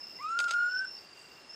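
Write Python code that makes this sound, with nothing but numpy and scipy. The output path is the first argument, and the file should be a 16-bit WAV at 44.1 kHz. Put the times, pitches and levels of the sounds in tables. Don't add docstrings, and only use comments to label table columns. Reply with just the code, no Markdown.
import sys
import numpy as np
from scipy import signal
from scipy.fft import rfft, irfft, next_fast_len
from scipy.io import wavfile
from scipy.ndimage import uniform_filter1d, map_coordinates

SR = 44100
rng = np.random.default_rng(int(sys.argv[2]) if len(sys.argv) > 2 else 0)


def file_out(sig):
    cols = np.atleast_2d(sig).T
    lim = np.clip(cols, -1, 1)
    pcm = np.round(lim * 32767).astype(np.int16)
    wavfile.write(sys.argv[1], SR, pcm)


N = 68355
T = np.arange(N) / SR


def amp(db):
    return 10 ** (np.asarray(db) / 20)


def unit(x):
    return x / np.sqrt(np.mean(x ** 2) + 1e-20)


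def db_at(spectrum, hz):
    knots_hz, db = np.transpose(spectrum)
    return np.interp(np.log(hz + 1), np.log(knots_hz + 1), db)


def curves(rows):
    times_s, *columns = np.transpose(rows)
    return [np.interp(T, times_s, column) for column in columns]


def wobble(knots_per_s):
    return map_coordinates(rng.standard_normal(int(N * knots_per_s / SR) + 4), [T * knots_per_s])


def filtered(x, response):
    size = next_fast_len(N + SR // 2)
    return irfft(rfft(x, size) * response(np.fft.rfftfreq(size, 1 / SR)), size)[..., :N]


def coloured(x, spectrum):
    return filtered(x, lambda hz: amp(db_at(spectrum, hz)))


def resonance(hz, centre_hz, width_hz):
    return 1j * hz * width_hz / (centre_hz ** 2 - hz ** 2 + 1j * hz * width_hz)


def window(start_s, end_s, edge_s):
    return np.clip(np.minimum(T - start_s, end_s - T) / edge_s, 0, 1)


def burst(start_s, db, t60_s, rise_s):
    age_s = np.maximum(T - start_s, 0)
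    return amp(db - 60 * age_s / t60_s) * (1 - np.exp(-age_s / rise_s)) * rng.standard_normal(N)


def hisses(spans, spectrum, edge_s):
    noise = unit(coloured(amp(2.7 * wobble(100)) * rng.standard_normal(N), spectrum))
    return noise * sum(amp(db) * window(a, b, edge_s) for a, b, db in spans)


def tree_echoes(x, t60_s):
    tail = rng.standard_normal(N) * amp(-60 * T / t60_s) * (T > .008)
    return irfft(rfft(x) * rfft(tail / np.linalg.norm(tail)), N)


def hush():
    # (frequency [Hz], relative density [dB])
    spectrum = [(25, -21), (60, -10.5), (150, -4), (350, 0.8), (800, -2.5), (1500, -3.5), (2500, -5.5),
                (4000, -10.5), (5000, -4.5), (5800, -13), (7500, -13), (10000, -25), (13000, -34.5),
                (15000, -30.5), (15800, -37.5)]
    cells = signal.stft(rng.standard_normal(N + 512), nperseg=512)[2]
    patches = uniform_filter1d(rng.standard_normal(cells.shape), size=8, axis=0)
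    patch_db = unit(uniform_filter1d(patches, size=12, axis=1))
    noise = signal.istft(cells * amp(patch_db), nperseg=512)[1][:N]
    return amp(-57) * unit(coloured(noise, spectrum))


def cricket(end_hz, db, glide_hz, strokes_per_s, duty, swell_hz, swell_db, scatter_db, octave_db,
            echo_db=-5):
    strokes = np.cumsum(strokes_per_s * (1 + .05 * wobble(6))) / SR
    progress = np.clip(strokes % 1 / duty, 0, 1)
    stroke_db = scatter_db * rng.standard_normal(400)[strokes.astype(int)]
    stroke_db += swell_db * np.sin(2 * np.pi * swell_hz / strokes_per_s * strokes + .9 * wobble(8.75))
    hz = end_hz - glide_hz * (1 - progress) ** 2
    phase = 2 * np.pi * np.cumsum(hz) / SR + .7 * wobble(60.19)
    tone = np.sin(phase) + amp(octave_db) * np.sin(2 * phase)
    song = unit(amp(stroke_db) * np.sin(np.pi * progress) * tone)
    return amp(db) * unit(song + amp(echo_db) * tree_echoes(song, t60_s=.2))


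def near_cricket():
    # (time [s], pitch [Hz])
    pitch = [(0, 5230), (.04, 5330), (.25, 5330), (.37, 5400), (.63, 5400), (.645, 5270), (.7, 5385),
             (1.1, 5380), (1.49, 5240), (1.55, 5410)]
    # (time [s], level [dB])
    levels = [(0, -51.5), (.015, -46), (.2, -49.5), (.25, -57.5), (.37, -57), (.45, -56.5), (.63, -57.5),
              (.65, -56.5), (.72, -43), (.79, -44.5), (.83, -53), (.875, -44.5), (.96, -48), (1.03, -59.5),
              (1.1, -73), (1.48, -62.5), (1.5, -48), (1.55, -48)]
    (hz,), (db,) = curves(pitch), curves(levels)
    song = dict(glide_hz=90, strokes_per_s=32, duty=.97,
                swell_hz=70, swell_db=2.5, scatter_db=2.5, octave_db=-36)
    return cricket(hz, db, **song) + cricket(hz - 125, db - 6, **song)


def faint_crickets():
    # (time [s], level [dB])
    levels = [(.7, -73), (.77, -63.5), (.86, -74), (.95, -60), (1.05, -57), (1.35, -60), (1.5, -84)]
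    low = cricket(end_hz=2745, db=-62.5, glide_hz=-60, strokes_per_s=14.8, duty=.98,
                  swell_hz=60, swell_db=3.5, scatter_db=1.5, octave_db=-40)
    early = cricket(end_hz=5015, db=-57.5, glide_hz=40, strokes_per_s=38, duty=.6,
                    swell_hz=7, swell_db=1.2, scatter_db=1.5, octave_db=-40, echo_db=-8)
    late = cricket(end_hz=4760, db=curves(levels)[0], glide_hz=90, strokes_per_s=49, duty=.65,
                   swell_hz=21, swell_db=2.5, scatter_db=3, octave_db=-28)
    return low + early * window(-1, .278, edge_s=.034) + late * window(levels[0][0], 2, edge_s=.067)


def sizzle():
    # (start [s], end [s], level [dB])
    spans = [(-.1, 0.15, -77), (.27, 0.68, -82.5)]
    # (frequency [Hz], relative gain [dB])
    spectrum = [(13500, -30), (14400, -3.5), (15200, -1.2), (15700, -22)]
    return hisses(spans, spectrum, edge_s=.03)


def katydid():
    # (start [s], end [s], level [dB])
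    spans = [(0.063, 0.268, -75), (0.654, .81, -77.5), (.905, 1.065, -76), (1.138, 1.427, -78.5)]
    teeth_per_s = 290
    teeth = np.cumsum(teeth_per_s * (1 + .08 * wobble(120))) / SR
    clicks = np.diff(np.floor(teeth), prepend=0) * amp(2 * rng.standard_normal(N))
    wing = unit(filtered(clicks, lambda hz: resonance(hz, centre_hz=14000, width_hz=500) ** 2))
    envelope = sum(amp(db) * window(a, b, edge_s=.01) for a, b, db in spans)
    return unit(wing + tree_echoes(wing, t60_s=.08)) * envelope


def frogmouth():
    # (time [s], pitch [Hz], level [dB])
    whistle = [(0.185, 1046, -64), (0.201, 996, -47.5), (0.215, 1165, -43.5), (0.231, 1223, -44),
               (0.247, 1223, -36), (0.297, 1320, -36), (0.385, 1417, -30.5), (0.463, 1411, -30.5),
               (0.495, 1364, -33.5), (0.525, 1379, -34), (0.531, 1423, -30), (0.569, 1411, -29),
               (0.685, 1443, -30.5), (0.733, 1495, -37.5), (0.739, 1480, -33.5), (0.781, 1518, -32.5),
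               (0.833, 1557, -37.5), (0.843, 1501, -37), (0.855, 1510, -33.5)]
    # (time [s], gap [Hz], level re main tone [dB])
    neighbour = [(.2, 50, -20), (.36, 42, -19), (.5, 40, -15), (.6, 44, -15), (.69, 42, -13),
                 (.75, 33, -12), (.85, 45, -15)]
    # (frequency [Hz], level [dB])
    throat = [(1900, -59), (2300, -54.5), (2800, -63.5), (3300, -70.5), (4200, -62), (4700, -68.5),
              (5600, -74.5), (6300, -72), (6700, -64), (7200, -65), (7800, -79.5), (8500, -81.5),
              (9500, -100)]
    start_s, end_s = whistle[0][0], whistle[-1][0]
    hz, db = curves(whistle)
    gap_hz, neighbour_db = curves(neighbour)
    phase = 2 * np.pi * np.cumsum(hz) / SR
    beat = 2 * np.pi * np.cumsum(gap_hz * (1 + .15 * wobble(8.09))) / SR
    tone = np.sin(phase + .3 * np.cos(beat) + .08 * wobble(150))
    tone += amp(neighbour_db + 1.8 * wobble(25)) * np.sin(phase + beat)
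    tone *= amp(db + .6 * wobble(120))
    onset = window(start_s, 2, edge_s=.048)
    for k in range(2, 7):
        gain = amp(db_at(throat, k * hz) + 4 * wobble(60)) * onset ** (k - 2)
        tone += gain * np.sin(k * phase + 1.3 * wobble(70))
    end_click = burst(start_s=.8471, db=-33, t60_s=.003, rise_s=.00018)
    call = np.sqrt(2) * tone * window(start_s, end_s, edge_s=.0029)
    call += filtered(end_click, lambda f: 1 / (1 + 1j * f / 3000))
    far_slope = np.roll(tree_echoes(call, t60_s=.08), round(.13 * SR))
    return call + amp(-12) * tree_echoes(call, t60_s=.17) + amp(-28) * far_slope


def leaf_ticks():
    # (time [s], level before filtering [dB])
    snaps = [(0.2279, -51), (0.2908, -49), (1.1922, -53)]
    # (frequency [Hz], gain [dB])
    spectrum = [(1000, -10), (3000, -14), (7500, 9), (10000, -9), (15000, -16)]
    return coloured(sum(burst(s, db, t60_s=.015, rise_s=.00016) for s, db in snaps), spectrum)


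def leaf_rustles():
    # (start [s], end [s], level [dB])
    spans = [(.29, .36, -66), (.78, .84, -71), (1.15, 1.31, -68.5)]
    # (frequency [Hz], relative gain [dB])
    spectrum = [(4500, -28), (6500, -1.5), (7800, 8), (9500, -5), (12000, -28)]
    return hisses(spans, spectrum, edge_s=.015)


def camera():
    # (time [s], drive level [dB], scrape t60 [s])
    contacts = [(0.3892, -13, 0.013), (0.3977, -28, 0.049), (0.401, -16, 0.027), (0.441, -24.5, 0.027),
                (0.4795, -31, 0.03), (0.4827, -26.5, 0.037), (0.4914, -27, 0.04), (0.508, -15, 0.029),
                (0.5178, -26, 0.027), (0.5361, -26.5, 0.025)]
    # (frequency [Hz], width [Hz], gain [dB])
    modes = [(594, 180, -4), (1190, 470, -1), (2380, 620, 0.5), (3050, 530, 2.5), (3765, 470, 1),
             (4850, 260, 4.7), (6410, 340, 0.5), (7830, 710, -5), (12000, 5100, -35)]
    # (frequency [Hz], gain [dB])
    thin_parts = [(3000, -20.5), (6000, -2), (9000, 3), (13000, -16.5), (15800, -18)]
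    blows = np.zeros(N)
    for s, db, scrape_t60_s in contacts:
        crack = burst(s, db + 7, t60_s=.005, rise_s=.00072)
        scrape = burst(s, db, scrape_t60_s, rise_s=.00072)
        rattle = burst(s, db - 14, t60_s=.11, rise_s=.004)
        blows += crack + scrape + rattle
    body = filtered(blows, lambda hz: sum((-1) ** k * amp(db) * resonance(hz, mode_hz, width_hz)
                                          for k, (mode_hz, width_hz, db) in enumerate(modes)))
    quiver = sum(burst(s, db - 38, t60_s=.33, rise_s=.005) for s, db, _ in contacts)
    return amp(-5) * body + coloured(quiver, thin_parts)


def scene():
    forest = hush() + near_cricket() + faint_crickets() + sizzle() + katydid()
    return (forest + frogmouth() + leaf_ticks() + leaf_rustles() + camera())[None]


def record(dry):
    return filtered(dry, lambda hz: hz < 15830)


dry = scene()
out = record(dry)
file_out(out)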